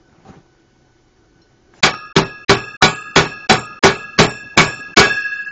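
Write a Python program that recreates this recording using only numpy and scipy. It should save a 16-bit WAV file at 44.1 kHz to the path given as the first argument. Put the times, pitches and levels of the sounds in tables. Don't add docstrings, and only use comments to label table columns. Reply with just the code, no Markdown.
import sys
import numpy as np
from scipy import signal
from scipy.io import wavfile
from scipy.ndimage import uniform_filter1d, minimum_filter1d

SR = 44100
rng = np.random.default_rng(int(sys.argv[2]) if len(sys.argv) > 2 else 0)


def bounce(signal):
    frames = np.transpose(np.atleast_2d(signal))
    limited = np.clip(frames, -1, 1)
    pcm = np.round(limited * 32767).astype(np.int16)
    wavfile.write(sys.argv[1], SR, pcm)


def nominal_scale(level):
    x = np.asarray(level, float) / 20
    return 10 ** x


N = 243187

# (pitch [Hz], density [dB per Hz])
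AIR_COLOUR = [(12, -26.5), (20, 6), (59, -3.5), (127, -5.5), (204, -17.5), (377, -2.5), (417, -10.5),
              (753, -21.5), (1230, -22), (1470, -21.5), (2530, -28), (6140, -25), (7300, -31), (9490, -53),
              (16100, -120)]
AIR_DB = -54.5
# (pitch [Hz], level [dB])
MOTOR_HUM = [(123.8, -64), (339.1, -64), (748.3, -71), (1495, -68.5), (2213, -79.5), (2988, -78.5)]
# (pitch [Hz], density [dB per Hz])
SCUFF_COLOUR = [(24, -48), (40, -21), (75, -32.5), (114, 4.5), (239, -0.5), (490, -11), (774, -10),
                (1030, -14.5), (1520, -15.5), (7300, -46), (9490, -72.5), (16100, -120)]
HISS_COLOUR = [(300, -8.5), (1500, -3), (4300, -13), (7500, -8)]
# (loudest at [s], rise [s], fall [s], level [dB], share of hiss [dB])
RUSTLES = [
    (.11, 0.013, 0.22, -55, -33),
    (0.296, 0.032, 0.025, -44.5, -6),
    (.35, .02, .03, -46, -13.5),
    (1.758, 0.012, .08, -54.5, 6),
    (3.75, 0.57, .25, -49.5, -21.5),
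    (4.8, 0.35, 0.21, -45, -23),
]
STIR_DB, STIR_HISS_DB = -60, -13
# (time [s], pitch [Hz], level [dB], time to fall 60 dB [s])
TICKS = [
    (0.096, 1490, -51, 0.017),
    (0.252, 773, -41, 0.37),
    (.598, 3300, -57, .02),
    (1.417, 4183, -59, 0.13),
    (1.419, 5496, -52, 0.1),
    (1.739, 1610, -43.5, 0.026),
    (1.739, 2186, -46, 0.018),
    (1.738, 1217, -41.5, 0.01),
    (1.74, 890, -48, .04),
]

# (time [s], force [dB], bench thud [dB], ring passed to the gear [dB],
# landing place along the fin [0-1])
BLOWS = [
    (1.8325, -3, -12.5, -5, .6),
    (2.1634, -6.5, 2, -4.5, .1),
    (2.4941, -3.5, 0.5, 2, .05),
    (2.823, -1, -5.5, 2, 0.93),
    (3.1604, -1.5, -1.7, 1.95, 0.07),
    (3.4961, -3.5, -0.2, -3, 0.72),
    (3.8358, -0.44, -2, 1.5, .02),
    (4.188, -0.5, -1.9, 1.1, .26),
    (4.5747, 0, -2.5, 4, 0.34),
    (4.97, 2, -5.5, 15, 0.3),
]
# (pitch [Hz], level [dB], time to fall 60 dB [s])
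GEAR_MODES = [
    [(1243, 0, 1.3), (1257, -4, 1.5), (1323, -13, 3), (1391, -13, 1.9)],
    [(1640, -7, 2), (1659, 0, 2.6), (1672, -1, 2.2), (1684, -6, 2)],
    [(2405, -3, .4), (2455, -1, .5), (2494, -2, .9), (2522, -5, .8), (2547, -4, 1), (2576, -5, 1.2),
     (2597, -5, 1.5), (2628, -2, 1.5), (2646, -5, 2), (2663, -3, 2), (2681, -3, 2.2)],
    [(3310, -18, 1.5), (3540, -7, 1), (3560, 0, .9), (4298, -6, 1.2), (4332, -9, 1.2), (4520, -20, 1.5),
     (5060, -15, 1.5), (5950, -18, 1.6), (6060, -20, 1.6), (5340, -12, 1.3), (6840, -24, 2), (7020, -25, 2),
     (5010, -16, 1.3)],
    [(5200, -10, .46), (5437, 1, .62), (5515, 0, .62)],
    [(7275, 0, .5), (7350, -9, .5)],
]
FIN_HZ = [750, 1135, 1465, 1565, 1776, 2191, 2269, 2360, 2450, 3080, 3390, 3965, 4264, 4665, 5050, 6635]
# (level [dB], time to fall 60 dB [s])
FIN_MODES = [(-5.5, 0.17), (-5, 0.24), (-4.5, 0.18), (-23, 0.1), (-3, 0.04), (-13, 0.068), (-2, 0.17),
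             (-8.5, 0.15), (-11, 0.23), (-17.5, .25), (-9, .15), (-5.5, 0.12), (-17, 0.057), (-12.5, 0.16),
             (-9.5, 0.16), (-15, 0.22)]
# (pitch [Hz], level [dB], time to fall 60 dB [s])
BENCH_MODES = [(123.2, -13.5, .4), (158, -1, 0.22), (216.8, -3.5, 0.2), (344, -4, 0.16), (394.5, 1.5, 0.22),
               (432.4, -10, 0.32)]
# (level [dB], share of the ring level [dB per dB], place of the crest [0-1])
EXCITE = [(-26, .39, 0.72), (-32, 1.01, 0), (-34.5, .66, 0), (-42, 1.03, 0), (-28.5, 0.35, .43),
          (-21.5, -0.048, .35), (.5, .45, .69)]
HALF_WAVES = [1, 0, 0, 0, 1, 2, 1]
NODE_LEAK = .07
# (pitch [Hz], density [dB per Hz])
CRASH_COLOUR = [(18, -55), (30, -23), (97, -9.5), (164, -5.5), (653, -9), (733, -4.5), (1030, -8),
                (1460, -8.5), (2980, -16.5), (4020, -15), (7300, -26.5), (9490, -61.5), (16100, -120)]
# (pitch [Hz], time to fall 60 dB [s])
CRASH_T60 = [(60, .3), (260, 0.3), (700, 0.25), (1840, .22), (4000, 0.18), (7000, 0.16)]
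# (pitch [Hz], time to fall 60 dB [s])
ECHO_T60 = [(60, 1), (400, .9), (1500, 0.24), (3500, 0.49), (7000, 0.27)]
ECHO_DB = -26
BRIGHT_DB_PER_OCT, BRIGHT_PER_THUD = 1.08, -0.17
LASTING, LASTING_PER_DB = 0.98, 0.0315

RATE, FRAME, FIRST = 16000, 1024, 213
# (from [s], to [s])
SHORT_SPANS = [
    (1.805, 2.317),
    (2.445, 3.341),
    (3.469, 3.661),
    (3.789, 4.045),
    (4.173, 4.429),
    (4.557, 4.813),
    (4.941, 6),
]
# (pitch [Hz], step [dB])
ROUNDING_STEP = [(100, -12), (500, -11), (1500, -8), (2600, -7), (5000, -7), (7000, -6)]
CHIRP_DB, CHIRP_WHIM_DB, CHIRP_LEAST_DB, CHIRP_FROM_HZ = -5.5, 3.5, -57.5, 6890


def evened(x):
    return x / np.sqrt(np.mean(x ** 2) + 1e-20)


def read(points, hz):
    f, value = np.transpose(points)
    return np.interp(np.log(hz + 1), np.log(f + 1), value)


def add(mix, s, sound):
    part = mix[round(s * SR):][:len(sound)]
    part += sound[:len(part)]


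def noise(shape, n, size=256, patchy_db=0.):
    hz = np.fft.rfftfreq(size, 1 / SR)
    t = np.arange(n * 4 // size + 5) * size / 4 / SR
    real, imag, drift = rng.standard_normal((len(t), len(hz), 3)).T
    drift = uniform_filter1d(drift, size=6, axis=0)
    patches = evened(uniform_filter1d(drift, size=10, axis=1))
    spectra = (real + 1j * imag) * nominal_scale(shape(hz[:, None], t) + patchy_db * patches)
    return signal.istft(spectra, nperseg=size, noverlap=size * 3 // 4)[1][:n]


def steady_noise(colour, size, patchy_db):
    return evened(noise(lambda hz, s: read(colour, hz) + 0 * s, N, size, patchy_db))


def modes(table, t, spread_db, detune, lasting=1):
    hz, db, t60 = np.transpose(table)[:, :, None]
    strength, shift, start = rng.standard_normal((len(table), 3)).T[:, :, None]
    t = t.astype(np.float32)
    hz = (hz * (1 + detune * shift)).astype(np.float32)
    db = (db + spread_db * strength).astype(np.float32)
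    slope = (60 / t60 / lasting).astype(np.float32)
    turns = (hz * t + start.astype(np.float32)) % 1
    decay = np.exp((db - slope * t) * np.float32(np.log(10) / 20))
    return (decay * np.sin(np.float32(2 * np.pi) * turns)).sum(0)


def motor_hum(t):
    out = np.zeros(N)
    for hz, db in MOTOR_HUM:
        waver = evened(uniform_filter1d(rng.standard_normal(N), size=2500))
        out += nominal_scale(db + 2 + 3 * waver) * np.sin(2 * np.pi * hz * t + 1.2 * waver)
    return out


def shuffling(t):
    scuff = steady_noise(SCUFF_COLOUR, 512, 3.5)
    hiss = steady_noise(HISS_COLOUR, 512, 3.5)
    out = nominal_scale(STIR_DB) * (scuff + nominal_scale(STIR_HISS_DB) * hiss)
    for s, rise, fall, level_db, hiss_db in RUSTLES:
        swell = np.exp(-.5 * ((t - s) / np.where(t < s, rise, fall)) ** 2)
        out += nominal_scale(level_db) * swell * (scuff + nominal_scale(hiss_db) * hiss)
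    return out


def shop():
    t = np.arange(N) / SR
    out = nominal_scale(AIR_DB) * steady_noise(AIR_COLOUR, 2048, 1.0)
    out += motor_hum(t)
    out += shuffling(t)
    for s, *mode in TICKS:
        add(out, s, modes([mode], t[:9000], spread_db=-3.5, detune=0))
    return out


def crash_and_echo(n, thud_db, damping):
    bright = np.clip(BRIGHT_DB_PER_OCT + BRIGHT_PER_THUD * thud_db, -3, 4)

    def colour(hz):
        return read(CRASH_COLOUR, hz) + bright * np.log2(hz / 1000 + .1)

    def crash_shape(hz, s):
        return colour(hz) - 60 * s / (damping * read(CRASH_T60, hz))

    def echo_shape(hz, s):
        return colour(hz) + ECHO_DB - 60 * s / read(ECHO_T60, hz)

    crash = noise(crash_shape, n, patchy_db=2.5)
    echo = noise(echo_shape, n, size=512, patchy_db=2.0)
    return (crash + echo) / np.std(crash[:1000])


def bench_thud(t):
    return modes(BENCH_MODES, t, spread_db=3.0, detune=0.0088) * (1 - np.exp(-t / 0.0018))


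def fin_clang(t, damping):
    decays = np.minimum(FIN_MODES, [9, .26])
    return modes(np.c_[FIN_HZ, decays], t, spread_db=2.5, detune=.002, lasting=damping / .85)


def gear_ring(t, ring_db):
    return sum(nominal_scale(db) * modes(group, t, spread_db=1.5, detune=.0015)
               for db, group in zip(ring_db, GEAR_MODES))


def blow(force_db, thud_db, ring_db, place, until):
    n = round(.7 * SR)
    t = np.arange(n) / SR
    damping = LASTING + LASTING_PER_DB * force_db
    base_db, share, crest = np.transpose(EXCITE)
    swing = abs(np.cos(np.pi * np.array(HALF_WAVES) * (place - crest))) + NODE_LEAK
    *group_db, clang_db = base_db + share * ring_db + 20 * np.log10(swing)
    body = crash_and_echo(n, thud_db, damping)
    body += nominal_scale(clang_db) * fin_clang(t, damping)
    body += nominal_scale(thud_db) * bench_thud(t)
    gear = gear_ring(t[t < until], group_db)
    fade = (1 - t / t[-1]) * np.minimum(t / .0006, 1)
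    return nominal_scale(force_db - 1.0) * body * fade + np.pad(gear, (0, n - len(gear)))


def scene():
    mix = shop()
    next_times = [row[0] for row in BLOWS[1:]] + [9]
    for (s, *strike), after in zip(BLOWS, next_times):
        add(mix, s, blow(*strike, after - s))
    return mix[None]


def overload(x, ceiling=.75):
    return ceiling * np.tanh(abs(x / ceiling) ** 3) ** (1 / 3) * np.sign(x)


def chirps(low, short):
    highpass = signal.butter(6, CHIRP_FROM_HZ, "high", fs=RATE, output="sos")
    treble = signal.sosfilt(highpass, low)
    tail = (treble ** 2).reshape(-1, FRAME)[:, -FRAME // 4:].mean(1)
    db = 10 * np.log10(tail + 1e-12) + CHIRP_DB + CHIRP_WHIM_DB * rng.standard_normal(len(tail))
    blip = np.sin(np.pi * np.arange(256) / 256) ** 2 * (-1) ** np.arange(256)
    marks = np.zeros(len(low))
    marks[FRAME - 192::FRAME] = nominal_scale(db + 6) * (db > CHIRP_LEAST_DB) * short[FRAME - 192::FRAME]
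    return signal.oaconvolve(marks, blip)[:len(low)]


def coarse(x, hop, extra_db, mask_db, width_hz, whim_db, alpha, top_hz):
    k, n = np.arange(hop) + .5, np.arange(2 * hop) + .5
    window = signal.windows.kaiser_bessel_derived(2 * hop, np.pi * alpha)
    basis = window[:, None] * np.cos(np.pi / hop * np.outer(n + hop / 2, k)) * np.sqrt(2 / hop)
    padded = np.pad(x, (hop // 2, 2 * hop))
    blocks = np.lib.stride_tricks.sliding_window_view(padded, 2 * hop)[::hop][:len(x) // hop]
    z, hz = blocks @ basis, k * RATE / 2 / hop
    power = (z ** 2).reshape(-1, FRAME // hop, hop)
    band = abs(uniform_filter1d(power, size=round(width_hz / hz[0] / 2), axis=2)).max(1)
    hiding = nominal_scale(2 * mask_db) * band.mean(1)[:, None] * np.minimum(hz / 1600, 1) ** 4
    masked = band + hiding + 1e-14
    whim = rng.standard_normal((len(x) // 256, 16)).repeat(hop // 16, axis=1)
    whim = whim[np.arange(len(z)) * hop // 256] * hz / hz[-1]
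    step_db = read(ROUNDING_STEP, hz) + extra_db + whim_db * whim
    step = np.sqrt(masked).repeat(FRAME // hop, axis=0) * nominal_scale(step_db)
    rounded = np.floor(abs(z / step) ** .75 + .4054) ** (4 / 3)
    z = np.sign(z) * rounded * step * (hz < top_hz)
    parts, out = z @ basis.T, np.zeros((len(blocks) + 1, hop))
    out[:-1] += parts[:, :hop]
    out[1:] += parts[:, hop:]
    return out.ravel()[hop // 2:][:len(x)]


def camera_rounding(low):
    t = (np.arange(len(low)) + FIRST - FRAME) / RATE
    inside = sum((t > a) & (t < b) for a, b in SHORT_SPANS) * 1.
    short = uniform_filter1d(inside, size=128)
    calm = low * (1 - minimum_filter1d(short, size=257))
    out = short * coarse(low, FRAME // 8, extra_db=0, mask_db=-9, width_hz=450, whim_db=6,
                         alpha=3, top_hz=7420)
    out += (1 - short) * coarse(calm, FRAME, extra_db=3, mask_db=-15, width_hz=500, whim_db=2,
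                                alpha=1.5, top_hz=7240)
    return out + chirps(low, short)


def band_limit(x):
    return signal.sosfilt(signal.butter(12, 8710, fs=SR, output="sos"), x)


def record(dry):
    clipped = overload(dry[0])
    thinned = signal.lfilter(*signal.butter(1, 38, "high", fs=SR), clipped)
    low = signal.resample_poly(thinned, 160, 441)
    low = np.pad(low, (FRAME - FIRST, -(len(low) - FIRST) % FRAME))
    rough = camera_rounding(low)[FRAME - FIRST:]
    leaky = signal.firwin(441 * 24 + 1, 7900, window=("kaiser", 5.2), fs=RATE * 441)
    up = signal.resample_poly(rough, 441, 160, window=leaky)[:N]
    return band_limit(np.clip(up, -1, 1)[None])


dry = scene()
out = record(dry)
bounce(out)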